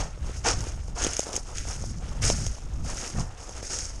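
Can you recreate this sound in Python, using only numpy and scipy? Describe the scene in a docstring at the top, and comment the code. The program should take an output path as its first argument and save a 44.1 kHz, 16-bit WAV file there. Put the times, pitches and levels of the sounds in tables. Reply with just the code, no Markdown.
"""Footsteps crunch over crusty snow and dry leaves as someone climbs with a small body-worn camera.
Each footfall crushes a dense run of tiny fractures; between them twigs snap and leaves and brush rustle.
Clothing rubs the hollow camera mount. The case knocks now and then and rings near 6 kHz.
Light wind rumbles on the microphone."""
import sys
import numpy as np
from scipy import signal
from scipy.fft import rfft, irfft
from scipy.io import wavfile
from scipy.ndimage import uniform_filter1d

SR = 44100
rng = np.random.default_rng(int(sys.argv[2]) if len(sys.argv) > 2 else 0)


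def waveform_to_disk(signal):
    """Save audio, clipped to [-1, 1], as 16-bit WAV at the path in sys.argv[1]."""
    frames = np.transpose(np.atleast_2d(signal))
    scaled = np.clip(frames, -1, 1) * 32767
    samples = np.round(scaled).astype(np.int16)
    wavfile.write(sys.argv[1], SR, samples)


N = 176400
T = np.arange(N) / SR


def footfalls():
    """A boot crushes snow crust and leaves; soft snow sounds duller than dry leaves."""
    # Each row: start, attack, hold and 20 dB fall in seconds, low crunch, middle crunch and crackle
    # in dB, treble edge in Hz.
    steps = [(-.03, 0.011, 0.017, 0.09, -30, -35.5, -32.5, 9150),
             (0.435, 0.036, 0.033, 0.06, -29, -29.5, -23.5, 8500),
             (0.945, 0.071, 0.04, 0.1451, -35, -35.5, -31.5, 11000),
             (2.214, .016, 0.056, 0.12, -34.5, -33.5, -25.5, 12200),
             (3.686, 0.035, 0.0053, 0.22, -38.5, -39, -29.5, 10400)]
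    layers = fractures(grains_per_s=1500, spread_db=3.5)
    out = np.zeros(N)
    for *step, edge_hz in steps:
        crunch = np.sum(contact_gains([step], crackle_linger_s=0.004) * layers, axis=0)
        lowpass = signal.butter(3, edge_hz, fs=SR, output="sos")
        out += signal.sosfilt(lowpass, crunch + 1e-18)
    return out


def fractures(grains_per_s, spread_db):
    """Clumps of tiny cracks ring in 18 bands. Returns low crunch, middle crunch, crackle at rms 1."""
    # Each row: frequency in Hz, gain in dB.
    low_crunch = [(90, -21), (200, -4), (330, -3.5), (600, -1), (850, -0.5), (1300, -4.5), (2500, -57),
                  (6000, -70)]
    mid_crunch = [(400, -16.5), (800, 1), (1150, 0), (1800, -1.5), (2900, -2), (4000, -6.5), (6500, -17.5),
                  (13000, -50)]
    crackle = [(1500, -36.5), (3000, -21.5), (4200, -9.5), (5100, 0), (6000, -2), (7200, -4), (8500, -6.5),
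               (10000, -11), (11500, -23), (13500, -40.5)]
    clump_hz, shared_clump_db, layer_clump_db = 58, 0.88, 1.5
    grains = sum(resonance(cracks(grains_per_s, spread_db), hz, width_hz=0.26 * hz)
                 for hz in np.geomspace(220, 11500, 18))
    grains *= from_db(shared_clump_db * drift(clump_hz))
    layers = []
    for spectrum in (low_crunch, mid_crunch, crackle):
        clumped = grains * from_db(layer_clump_db * drift(clump_hz))
        layers.append(unit_rms(case_ring(colour(clumped, spectrum))))
    return np.array(layers)


def cracks(per_s, spread_db):
    """Random clicks of uneven size over fine friction."""
    sizes = from_db(spread_db * np.minimum(rng.exponential(1, N), 4))
    chance = rng.uniform(-1, 1, N)
    clicks = sizes * np.sign(chance) * (np.abs(chance) < per_s / SR)
    friction = 0.43 * rng.standard_normal(N)
    return unit_rms(clicks) + friction


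def contact_gains(contacts, crackle_linger_s=0):
    """Gains of the three fracture layers over time; contacts add in power."""
    power = np.zeros((3, N))
    for start_s, attack_s, hold_s, fall_s, *levels_db in contacts:
        for k, linger_s in enumerate((0, 0, crackle_linger_s)):
            power[k] += (from_db(levels_db[k]) * envelope(start_s, attack_s, hold_s + linger_s, fall_s)) ** 2
    return np.sqrt(power)


def twig_snaps(size=1500):
    """Fibres give way within half a millisecond, then splinter for a few more."""
    # Each row: start in seconds, relative level in dB, woody part in dB over the tick.
    snaps = [(0.6068, -20, -29), (1.0204, -15.5, -14), (1.039, -10, -19), (1.0469, -8, -8.5),
             (1.0663, -17.5, 0.5), (1.134, -14, -20), (1.1674, -11, -16), (1.190, -21, -23),
             (1.1934, -7, -12.5), (1.205, -13.5, -20), (1.2318, -21, -19), (1.331, -18, -11),
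             (1.3555, -15.5, -11), (1.3639, -7, -32), (1.583, -16.5, -5), (1.813, -32, -21),
             (1.840, -34, -21), (2.241, -17.5, -17), (2.281, -13, -19), (2.3003, -9.5, -6),
             (2.4657, -15, -12), (2.988, -23, -20), (3.493, -24.5, -13.5), (3.627, -29, -7),
             (3.7319, -31, -23), (3.735, -17, -14), (3.788, -14.5, -15), (3.8547, -18, -19)]
    # Each row: frequency in Hz, gain in dB.
    tick_spectrum = [(200, -40), (1000, -22), (3000, -15), (4300, -21), (5300, -4), (6600, 0.5), (8000, -4),
                     (10000, -14.5), (13500, -36)]
    wood_spectrum = [(300, -23), (900, -1.5), (2000, -1.5), (3300, 8.5), (5000, -11), (10000, -43)]
    break_s, splinter_s, splinter_db, gain_db = 0.00035, 0.0036, -13, 8.5
    out, t = np.zeros(N), T[:size]
    decay = np.exp(-(t / break_s) ** 2) + from_db(splinter_db) * np.exp(-t / splinter_s)
    for start_s, level_db, wood_db in snaps:
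        tick_burst, wood_burst = decay * rng.standard_normal((2, size))
        tick = unit_energy(case_ring(colour(tick_burst, tick_spectrum)))
        wood = from_db(wood_db) * unit_energy(colour(wood_burst, wood_spectrum))
        add(out, start_s, from_db(level_db + gain_db) * (tick + wood))
    return out


def leaf_rustle():
    """Legs and sleeves drag leaves and brush: sparser cracks over a constant faint stir."""
    # Each row: start, attack, hold and 20 dB fall in seconds, low crunch, middle crunch and crackle in dB.
    contacts = [(.19, 0.078, .04, .25, -47.5, -50, -49), (.32, 0.027, 0.025, 0.14, -64, -54, -45.5),
                (.54, 0.055, 0.076, 0.2, -44.5, -47, -42), (.87, 0.01, 0.0028, 0.024, -59, -66, -51.5),
                (1.1, 0.01, 0.075, 0.3, -52, -43, -35), (1.24, .025, .11, 0.051, -41.5, -54, -52),
                (1.324, 0.007, 0.037, 0.058, -47, -45.5, -38),
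                (1.455, 0.015, 0.06, 0.19, -45.5, -52.5, -49), (1.545, 0.013, 0.019, 0.28, -58, -43.5, -38),
                (1.66, 0.026, 0.035, 0.2, -42, -45.5, -37.5), (1.79, 0.022, 0.1, 0.11, -58.5, -57, -47.5),
                (2.005, 0.018, .02, 1, -46, -51, -50.5), (2.31, 0.072, .06, 0.25, -46.5, -46.5, -38),
                (2.83, 0.052, 0.033, 0.16, -39.5, -43, -37.5), (2.945, 0.049, 0.072, 0.17, -41, -42, -36.5),
                (3.15, 0.043, 0.0097, 0.094, -39, -46.5, -38.5), (3.37, 0.017, 0.12, .25, -48, -54, -48),
                (3.54, 0.024, 0.016, 0.11, -44.5, -48.5, -44.5),
                (3.625, 0.0041, 0.077, 0.062, -48, -47, -40.5), (3.765, 0.017, 0.028, 0.21, -55, -51, -41)]
    # Low crunch, middle crunch and crackle in dB.
    stir_db = (-52.5, -58.5, -55.5)
    gains = np.hypot(contact_gains(contacts), from_db(stir_db)[:, None])
    return np.sum(gains * fractures(grains_per_s=500, spread_db=2), axis=0)


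def case_knocks(size=1500):
    """A dull knock on the camera case: a heavily damped swing with a rough edge."""
    # Each row: start in seconds, peak in dB, pitch in Hz.
    knocks = [(0.176, -32.5, 513), (.296, -25.5, 450), (0.669, -23, 400), (.883, -31.5, 510),
              (1.048, -15.5, 357), (1.0668, -14.5, 384), (1.1938, -12, 562), (1.231, -27.5, 620),
              (1.268, -24.5, 490), (1.291, -23.5, 443), (1.3405, -24, 615), (1.3462, -28, 546),
              (1.358, -28, 506), (1.378, -23, 460), (1.653, -30.5, 656), (1.840, -24, 604),
              (2.3009, -10, 555), (2.304, -22, 607), (2.466, -28, 604), (3.493, -28, 573),
              (3.629, -25, 527)]
    # Each row: frequency in Hz, gain in dB.
    spectrum = [(900, 2.5), (3000, -4), (7000, -9), (12000, -32)]
    t60_s, roughness = 0.0073, 0.37
    out, t = np.zeros(N), T[:size]
    decay = from_db(-60 * t / t60_s)
    for start_s, peak_db, hz in knocks:
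        swing = np.sin(2 * np.pi * hz * t) + roughness * rng.standard_normal(size)
        knock = case_ring(colour(swing * decay, spectrum))
        add(out, start_s, from_db(peak_db) * knock / np.abs(knock).max())
    return out


def case_ring(x):
    """The camera case adds its resonances to what reaches it."""
    # Each row: frequency in Hz, width in Hz, gain in dB over the direct sound.
    modes = [(472, 13, -15), (754, 15, -18), (1146, 43, -14), (5580, 770, -2.5), (6475, 320, 6.5)]
    return x + sum(from_db(db) * resonance(x, hz, width_hz) for hz, width_hz, db in modes)


def clothing_rubs():
    """Dense slips of cloth set the hollow camera mount ringing."""
    # Each row: start, attack, hold and 20 dB fall in seconds, level in dB.
    rubs = [(-.02, 0.0071, 0.0087, 0.14, -41), (0.443, 0.026, 0.0084, 0.0668, -24.5),
            (0.947, .03, .04, 0.2, -40.5), (2.857, .03, 0.021, 0.03, -46),
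            (3.152, 0.014, 0.005, 0.32, -43.5)]
    # Each row: frequency in Hz, width in Hz, relative gain in dB.
    mount_modes = [(448, 64, -2), (720, 56, 3), (910, 170, -2.5), (1232, 116, -4.5), (1437, 66, -3.5),
                   (1806, 115, -6.5), (2650, 100, -16)]
    slips = cracks(per_s=2500, spread_db=2.5)
    ring = sum((-1) ** k * from_db(db) * resonance(slips, hz, width_hz)
               for k, (hz, width_hz, db) in enumerate(mount_modes))
    return unit_rms(ring) * sum(from_db(db) * envelope(*timing_s) for *timing_s, db in rubs)


def wind():
    """Uneven rumble on the microphone; the sharper gusts reach higher in pitch."""
    # Each row: time in seconds, relative level in dB.
    rumble_curve = [(0.0, -29), (0.03, -28), (0.14, -37.5), (0.29, -29), (0.31, -35.5), (0.57, -29.5),
                    (0.65, -33.5), (0.76, -30), (1.02, -36), (1.09, -33), (1.24, -44), (1.57, -35),
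                    (2.14, -34), (2.28, -21.5), (2.35, -29), (2.51, -26), (2.56, -37.5), (2.8, -28.5),
                    (3.1, -43.5), (3.17, -27), (3.36, -42), (4.0, -36)]
    # Each row: centre and Gaussian width in seconds, level in dB.
    gusts = [(1.927, 0.18, -39), (2.288, .07, -34), (2.428, 0.04, -36.5), (2.822, 0.052, -36.5),
             (3.188, 0.032, -28)]
    # Each row: frequency in Hz, gain in dB.
    rumble_spectrum = [(12, -6), (35, 1.5), (60, -2), (100, -8.5), (150, -17.5), (220, -26), (330, -32.5),
                       (700, -57), (3000, -71)]
    gust_spectrum = [(40, -8), (90, -1), (130, 2), (210, -5.5), (300, -17.5), (700, -45.5), (5000, -79.5)]
    trim_db, bump_db = -0.4, 2
    rumble_db = trim_db + np.interp(T, *np.transpose(rumble_curve)) + bump_db * drift(rate_hz=16)
    gust_gain = sum(from_db(db) * np.exp(-0.5 * ((T - centre_s) / width_s) ** 2)
                    for centre_s, width_s, db in gusts)
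    return from_db(rumble_db) * eddies(rumble_spectrum) + gust_gain * eddies(gust_spectrum)


def eddies(spectrum):
    """Turbulent noise of even strength."""
    noise = colour(rng.standard_normal(N + SR), spectrum)[SR:]
    return noise / np.sqrt(uniform_filter1d(noise * noise, size=3000) + 1e-12)


def envelope(start_s, attack_s, hold_s, fall_s):
    """Linear rise, hold, then 20 dB down per fall_s."""
    rise = np.clip((T - start_s) / attack_s, 0, 1)
    return rise * from_db(-20 * np.clip((T - start_s - attack_s - hold_s) / fall_s, 0, 10))


def resonance(x, hz, width_hz):
    """Two-pole band-pass, peak gain 1."""
    r = np.exp(-np.pi * width_hz / SR)
    feedback = [1, -2 * r * np.cos(2 * np.pi * hz / SR), r * r]
    return signal.lfilter(np.array([1, 0, -1]) * (1 - r * r) / 2, feedback, x + 1e-18)


def colour(x, spectrum, size=4096):
    """Minimum-phase filter through (Hz, dB) points."""
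    hz, db = np.transpose(spectrum)
    grid_hz = np.maximum(np.arange(size // 2 + 1) * SR / size, 1)
    gain = from_db(np.interp(np.log(grid_hz), np.log(hz), db))
    cepstrum = irfft(np.log(gain))
    cepstrum[1:size // 2] *= 2
    cepstrum[size // 2 + 1:] = 0
    impulse = irfft(np.exp(rfft(cepstrum)))
    return signal.fftconvolve(x, impulse)[:len(x)]


def drift(rate_hz):
    """Slow random wander, rms 1."""
    r = np.exp(-2 * np.pi * rate_hz / SR)
    return unit_rms(signal.lfilter([1], [1, -2 * r, r * r], rng.standard_normal(N + SR))[SR:])


def from_db(db):
    return 10 ** (np.asarray(db) / 20)


def unit_rms(x):
    return x / np.sqrt(np.mean(x ** 2) + 1e-20)


def unit_energy(x):
    return x / np.sqrt(np.sum(x ** 2))


def add(out, start_s, sound):
    i = int(start_s * SR)
    out[i:i + len(sound)] += sound[:N - i]


def scene():
    """All sources close by in the open air, mono."""
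    return (footfalls() + leaf_rustle() + clothing_rubs() + twig_snaps() + case_knocks() + wind())[None]


def record(dry):
    """Soft overload rounds the highest peaks; a steep low-pass cuts the top."""
    ceiling, stopband_hz = 0.79, 14800
    lowpass = signal.cheby2(14, 60, stopband_hz, fs=SR, output="sos")
    return signal.sosfilt(lowpass, ceiling * np.tanh(dry / ceiling))


dry = scene()
out = record(dry)
waveform_to_disk(out)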